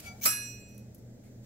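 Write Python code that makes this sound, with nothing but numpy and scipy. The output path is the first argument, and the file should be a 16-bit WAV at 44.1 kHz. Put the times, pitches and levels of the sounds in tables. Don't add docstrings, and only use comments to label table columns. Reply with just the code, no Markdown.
import sys
import numpy as np
from scipy import signal
from scipy.fft import rfft, irfft, next_fast_len
from scipy.io import wavfile
from scipy.ndimage import uniform_filter1d, map_coordinates

SR = 44100
rng = np.random.default_rng(int(sys.argv[2]) if len(sys.argv) > 2 else 0)


def field_ratio(decibels):
    return 10 ** (np.asarray(decibels, dtype=float) / 20)


def unload_audio(sound):
    columns = np.transpose(np.atleast_2d(sound))
    steps = np.round(np.clip(columns, -1, 1) * 32767)
    wavfile.write(sys.argv[1], SR, steps.astype(np.int16))


N = 63945
T = np.arange(N) / SR
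CLINK_S, PAN_RISE_S = 0.2515, 0.004
CHATTER, CHATTER_HZ = 0.95, 200
HIT_ALIKE = 0.15


def unit(x):
    return x / np.sqrt(np.mean(x ** 2) + 1e-20)


def along(points, hz):
    f, v = np.transpose(points)
    return np.interp(np.log(hz + 1), np.log(f + 1), v)


def curve(rows):
    s, db = np.transpose(rows)
    return field_ratio(np.interp(T, s, db, left=-140, right=-140))


def noise(gain, alike):
    m = next_fast_len(N + 8192)
    hz = np.fft.rfftfreq(m, 1 / SR)
    turn = np.arccos(np.clip(alike(hz), -1, 1)) / 2
    spectra = rfft(rng.standard_normal((2, m))) * gain(hz)
    mid, side = irfft(spectra * [np.cos(turn), np.sin(turn)], m)[:, :N]
    return unit(np.array([mid + side, mid - side]))


def shaped(spectrum, alike):
    return noise(lambda hz: field_ratio(along(spectrum, hz)), lambda hz: alike + 0 * hz)


def resonance(f, centre_hz, width_hz):
    return 1 / (1 + (2 * (f - centre_hz) / width_hz) ** 2)


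def strike(start_s, rise_s, t60_s):
    t = np.maximum(T - start_s, 0)
    return (1 - np.exp(-t / rise_s)) * field_ratio(-60 * t / t60_s)


def tone(hz, pan_db, rough=0, rough_hz=CHATTER_HZ, lead_rad=None):
    start_rad = rng.uniform(0, 2 * np.pi)
    random_lead_rad = 1.05 * rng.choice([-1, 1])
    lead_rad = random_lead_rad if lead_rad is None else lead_rad
    side = np.array([[0.5], [-0.5]])
    real, imaginary = rng.standard_normal((2, 2, int(T[-1] * rough_hz) + 4))
    knots = real + 1j * imaginary
    shake = np.array([np.interp(T * rough_hz, np.arange(len(k)), k) for k in knots])
    size = (1 + rough * shake) / np.sqrt(1 + rough ** 2)
    phase = 2 * np.pi * hz * T + start_rad + side * lead_rad
    return np.sqrt(2) * field_ratio(side * pan_db) * (size * np.exp(1j * phase)).imag


def fridge():
    # centre in Hz, width in Hz, level in dB.
    hum_bands = [(57, 16, -69.5), (81.5, 7.3, -64), (118, 21, -73.5), (119.6, 4.4, -52.5),
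                 (172.2, 3.7, -65), (202.2, 3, -58.5), (238.2, 13, -63), (303, 15, -74), (415.3, 2, -69),
                 (469.5, 16, -71.5)]
    # frequency in Hz, level in dB per Hz.
    rumble_spectrum = [(12, -50.5), (20, -1), (38, -19), (103, -0.5), (163, -13.5), (215, -3), (357, -14.5),
                       (592, -14.5), (1000, -34.5), (1300, -76.5), (2200, -120)]
    # frequency in Hz, level in dB per Hz.
    hiss_spectrum = [(530, -58.5), (900, -8), (1520, -1.5), (1660, -0.5), (2030, -2), (2710, -8.5),
                     (7570, -1), (9060, -13), (15700, -6)]
    # time in seconds, hiss level in dB.
    hiss_level = [(0, -58.5), (.9, -66.5), (1.1, -67), (1.21, -67), (1.26, -65.5), (1.42, -67),
                  (1.45, -60.5)]
    # frequency in Hz, left-right likeness from -1 to 1.
    likeness = [(60, 1), (180, 0.99), (550, 0.57), (1650, 0.04), (4970, -0.46), (15000, -0.32)]
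    alike = lambda hz: along(likeness, hz)
    hum = 0
    for hz, width_hz, db in hum_bands:
        hum = hum + field_ratio(db) * noise(lambda f: resonance(f, hz, width_hz), alike)
    rumble = field_ratio(-54) * noise(lambda hz: field_ratio(along(rumble_spectrum, hz)), alike)
    hiss = curve(hiss_level) * noise(lambda hz: field_ratio(along(hiss_spectrum, hz)), alike)
    return hum + rumble + hiss


def ticks():
    # start in seconds, snap in dB, puff in dB, puff t60 in seconds.
    spit_rows = [(.001, -77, -41.5, 0.037), (.147, -65, -72, 0.028), (0.201, -50, -78, 0.029),
                 (.355, -80, -55, 0.18), (0.448, -63, -55.5, 0.32), (0.485, -55, -58.5, 0.39),
                 (0.545, -67, -64, 0.053), (0.596, -66, -65, 0.21), (.686, -72, -64, 0.29),
                 (.746, -59, -65, 0.074), (0.7792, -45, -65, 0.14), (.79, -64, -64, 0.041),
                 (0.9466, -49, -54, 0.07), (.98, -78, -61.5, 0.097)]
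    # frequency in Hz, level in dB per Hz.
    spit_spectrum = [(1500, -40), (3000, -16), (4500, -16), (6200, -5), (7500, -7), (9000, -11), (11500, 0),
                     (15800, -6)]
    envelope = 0
    for start_s, snap_db, puff_db, puff_t60_s in spit_rows:
        envelope = envelope + field_ratio(snap_db) * strike(start_s, 0.0002, 0.014)
        envelope = envelope + field_ratio(puff_db) * strike(start_s, 0.0013, puff_t60_s)
    return envelope * shaped(spit_spectrum, 0.33)


def hinge():
    mode_hz = [1378, 2284, 3408, 4700, 5986, 6708, 8113, 11490, 12540]
    mode_db = [-7, 0, -17, -7, -10, -14, -18, -22, -20]
    mode_pan_db = [-2.5, 6.5, -1, 3, 6, -0.5, 1, 1.5, 1.5]
    # time in seconds, singing level in dB.
    sing_level = [(.015, -76), (.033, -66), (.081, -52), (.115, -55), (.2, -71), (.212, -66), (.216, -47),
                  (.234, -52), (.242, -62)]
    # time in seconds, friction hiss level in dB.
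    hiss_level = [(0.0, -44), (0.014, -55.5), (0.066, -47.5), (0.12, -65.5), (0.154, -80), (0.18, -92.5),
                  (0.2, -62)]
    # frequency in Hz, hiss level in dB per Hz.
    hiss_spectrum = [(530, -50.5), (900, -22.5), (2010, -23.5), (2260, -15), (3780, -20.5), (4630, -17.5),
                     (15700, -24.5)]
    sing = 0
    for hz, db, pan_db in zip(mode_hz, mode_db, mode_pan_db):
        fade_db = 0.9 * hz * np.clip(T - 0.09, 0, 0.06) / 20
        late_db = -25 * (T > 0.2) * (db < max(mode_db))
        sing = sing + field_ratio(db - fade_db + late_db) * tone(hz, pan_db, rough=0.7, rough_hz=60)
    sing = field_ratio(7) * curve(sing_level) * sing / np.sqrt(2)
    hiss = field_ratio(-2) * curve(hiss_level) * shaped(hiss_spectrum, 0.056)
    drag_start_s, drag_len_s, drag_db = 0.01, 0.22, -58
    swell = np.sin(np.pi * np.clip((T - drag_start_s) / drag_len_s, 0, 1)) ** 0.5
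    drag = field_ratio(drag_db) * swell * noise(lambda f: resonance(f, 720, 200), lambda hz: 0.25 + 0 * hz)
    return sing + hiss + drag


def scrape():
    # time in seconds, pressure in dB.
    pressure = [(.209, -65), (.214, -49), (.222, -39.5), (.232, -35.5), (.241, -28), (.25, -32),
                (.258, -24.5)]
    # centre in Hz, width in Hz, level in dB.
    bands = [(4300, 8100, -2.5), (6200, 470, 12), (8430, 863, -10), (11700, 1300, -7), (14700, 1800, 11),
             (16860, 146, -6.5)]

    def gain(f):
        total = 0
        for centre, width, db in bands:
            total = total + field_ratio(db) * f * width / (centre * centre - f * f + 1j * f * width)
        return np.abs(total)

    return curve(pressure) * noise(gain, lambda hz: HIT_ALIKE + 0 * hz)


def rattle():
    # frequency in Hz, level in dB per Hz.
    blow_spectrum = [(120, -40.5), (200, -7.5), (1030, -12), (1290, -8.5), (3390, -13), (5350, -10.5),
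                     (7030, -15), (7430, -29.5), (15700, -3.5)]
    # frequency in Hz, level in dB per Hz.
    tail_spectrum = [(410, -36), (700, -18), (1960, -14), (2470, -8.5), (3130, -17), (5690, -16),
                     (10400, -22), (11300, -14), (15700, -29)]
    blow_t60_s, bounce_db = 0.13, -12
    blows = strike(CLINK_S, 0.0021, blow_t60_s) + field_ratio(bounce_db) * strike(0.273, 0.00138, blow_t60_s)
    blow = field_ratio(-22) * blows * shaped(blow_spectrum, HIT_ALIKE)
    spacing_hz = 150
    knots_db = 3.5 * rng.standard_normal(int(SR / spacing_hz))
    crowd = lambda hz: field_ratio(along(tail_spectrum, hz) + map_coordinates(knots_db, [hz / spacing_hz]))
    tail = field_ratio(-34.5) * strike(CLINK_S, 0.0042, 0.54) * noise(crowd, lambda hz: 0.13 + 0 * hz)
    return blow + tail


def press_rings():
    mode_hz = [1669, 1770, 2516, 2817, 4076, 4146, 5001, 5840, 7622, 7930, 9464, 11114, 11510, 13691]
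    # level in dB, t60 in seconds, left-right in dB at the blow, left-right in dB once turned.
    modes = [(-42.5, 0.56, 14, -5.5), (-49, 0.64, -1, 8), (-38.5, 0.98, 4.5, -10.5), (-46.5, 0.84, 13, 7),
             (-42, 0.54, 13, -16), (-44, 0.81, -5.5, 15.5), (-50.5, 0.64, -1.5, 9), (-36, 0.75, 3, -6),
             (-34.5, 0.72, 4.5, 2), (-34, .4, 0, -5), (-45, 0.56, 0.5, -14.5), (-28.5, 0.36, 6, -12),
             (-37, 0.44, 2, -13), (-24, 0.25, -1.5, 1)]
    lag_s = [0, 0, .006, 0, 0, 0, 0, .009, .002, 0, .002, .008, .002, .003]
    beats = {0: (4.2, .272, .272, .85), 7: (3.6, .595, .63, .97), 8: (5, .555, .555, .6),
             11: (2, .48, .55, .85)}
    swings = {0: (.5, 0, .3, .1), 2: (.8, .2, .28, .1), 4: (.6, 2, .3, .3), 5: (-2.4, -6.2, .45, .35),
              6: (.5, -1.4, .3, .13), 7: (-.7, -.4, .3, .1), 8: (-2.6, -6, .39, .08), 9: (2.6, 1, .4, .1),
              10: (-2.3, -.2, .37, .08), 11: (0, 3.3, .31, .13), 12: (1, -2, .31, .1),
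              13: (3.1, 1.5, .28, .06)}
    turned = np.clip((T - CLINK_S) / 0.15, 0, 1)
    chatter = 0.09 + CHATTER * field_ratio(-60 * np.maximum(T - CLINK_S, 0) / 0.3)
    out = 0
    for k, (hz, (db, t60_s, first_db, last_db)) in enumerate(zip(mode_hz, modes)):
        rate_hz, *quiet, depth = beats.get(k, (0, 1, 1, 0))
        quiet_s = np.array(quiet)[:, None]
        deepening = depth * np.clip((T - CLINK_S) / (quiet_s - CLINK_S), 0, 1)
        beat = np.abs(1 - deepening * np.exp(2j * np.pi * rate_hz * (T - quiet_s)))
        lead_rad = None
        if k in swings:
            first_rad, last_rad, start_s, len_s = swings[k]
            lead_rad = np.interp(T, [start_s, start_s + len_s], [first_rad, last_rad])
        pan_db = first_db + (last_db - first_db) * turned
        ring = tone(hz, pan_db, chatter, lead_rad=lead_rad)
        out = out + field_ratio(db) * beat * strike(CLINK_S + lag_s[k], 0.004, t60_s) * ring
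    return out


def pan_rings():
    mode_hz = [610, 1285, 2044, 2284, 4506, 5460, 6606, 7462, 8526, 9240, 12328, 12944, 14279, 15700]
    # level in dB, t60 in seconds, left-right in dB.
    modes = [(-34, 0.078, -5.5), (-30, 0.21, 2), (-33.5, 0.053, 18.5), (-27.5, 0.035, -13.5),
             (-23.5, 0.056, 16), (-24.5, 0.15, -7.5), (-38.5, 0.24, 15.5), (-29, 0.27, -7),
             (-26.5, 0.16, -6.5), (-40, 0.19, -8), (-30.5, .15, -15.5), (-26, 0.17, -12),
             (-30.5, 0.14, -5.5), (-29.5, 0.07, -2.5)]
    lag_s = [.006, .003, .008, .007, 0, .006, 0, 0, .003, .004, 0, .002, 0, 0]
    out = 0
    for hz, lag, (db, t60_s, pan_db) in zip(mode_hz, lag_s, modes):
        out = out + field_ratio(db) * strike(CLINK_S + lag, PAN_RISE_S, t60_s) * tone(hz, pan_db, CHATTER)
    return out


def hopper_rings():
    # frequency in Hz, level in dB, t60 in seconds, left-right in dB.
    modes = [(10900, -40, 0.023, -6.5), (11470, -37.5, 0.065, -1), (11250, -26, 0.11, -1.5),
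             (13500, -36.5, .12, -3.5), (14970, -39.5, 0.11, -4), (15370, -41.5, .1, -0.5)]
    out = 0
    for hz, db, t60_s, pan_db in modes:
        out = out + field_ratio(db) * strike(CLINK_S, PAN_RISE_S, t60_s) * tone(hz, pan_db, CHATTER)
    return out


def clink():
    grit_db, grit_per_s = 3.5, 450
    knots = rng.standard_normal(int(T[-1] * grit_per_s) + 4)
    grit = field_ratio(grit_db * np.tanh(map_coordinates(knots, [T * grit_per_s])))
    grip_s, grip_db_per_s = 0.8, 80
    grip = field_ratio(-grip_db_per_s * np.maximum(T - grip_s, 0))
    return (scrape() + rattle()) * grit + (press_rings() + pan_rings() + hopper_rings()) * grip


def squeak():
    start_s, len_s, start_hz, rise_hz = 1.232, 0.06, 1980, 280
    u = np.clip((T - start_s) / len_s, 0, 1)
    phase = 2 * np.pi * np.cumsum(start_hz + rise_hz * u) / SR
    slow = uniform_filter1d(uniform_filter1d(rng.standard_normal((2, N)), size=90), size=90)
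    rough = 1 + 0.9 * unit(slow)
    cry = field_ratio(-75) * np.sin(np.pi * u) ** 0.5 * rough * np.sin(phase)
    spectrum = [(800, -23.0), (2200, 3), (4500, -12), (9000, -4), (15800, -6)]  # (Hz, dB per Hz)
    rustle = field_ratio(-66.5) * strike(start_s, 0.004, 0.43) * shaped(spectrum, 0.3)
    return cry + rustle


def kitchen(x):
    t60_s, delay_samples = 0.28, 200
    tail = rng.standard_normal((2, SR // 3)) * field_ratio(-60 * T[:SR // 3] / t60_s)
    tail = tail / np.linalg.norm(tail[0])
    late = np.pad(x.mean(0), (delay_samples, 0))
    return signal.fftconvolve(late[None], tail, axes=1)[:, :N]


def scene():
    near = ticks() + hinge() + clink() + squeak()
    return near + field_ratio(-13) * kitchen(near) + fridge()


def band_limit(x):
    return signal.sosfilt(signal.butter(12, 16720, fs=SR, output="sos"), x)


def record(dry):
    top_hz, steepness = 15790, 600
    m = next_fast_len(N + 4096)
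    hz = np.fft.rfftfreq(m, 1 / SR)
    mix = irfft(rfft(dry, m) / (1 + (hz / top_hz) ** steepness), m)[:, :N]
    return band_limit(mix)


dry = scene()
out = record(dry)
unload_audio(out)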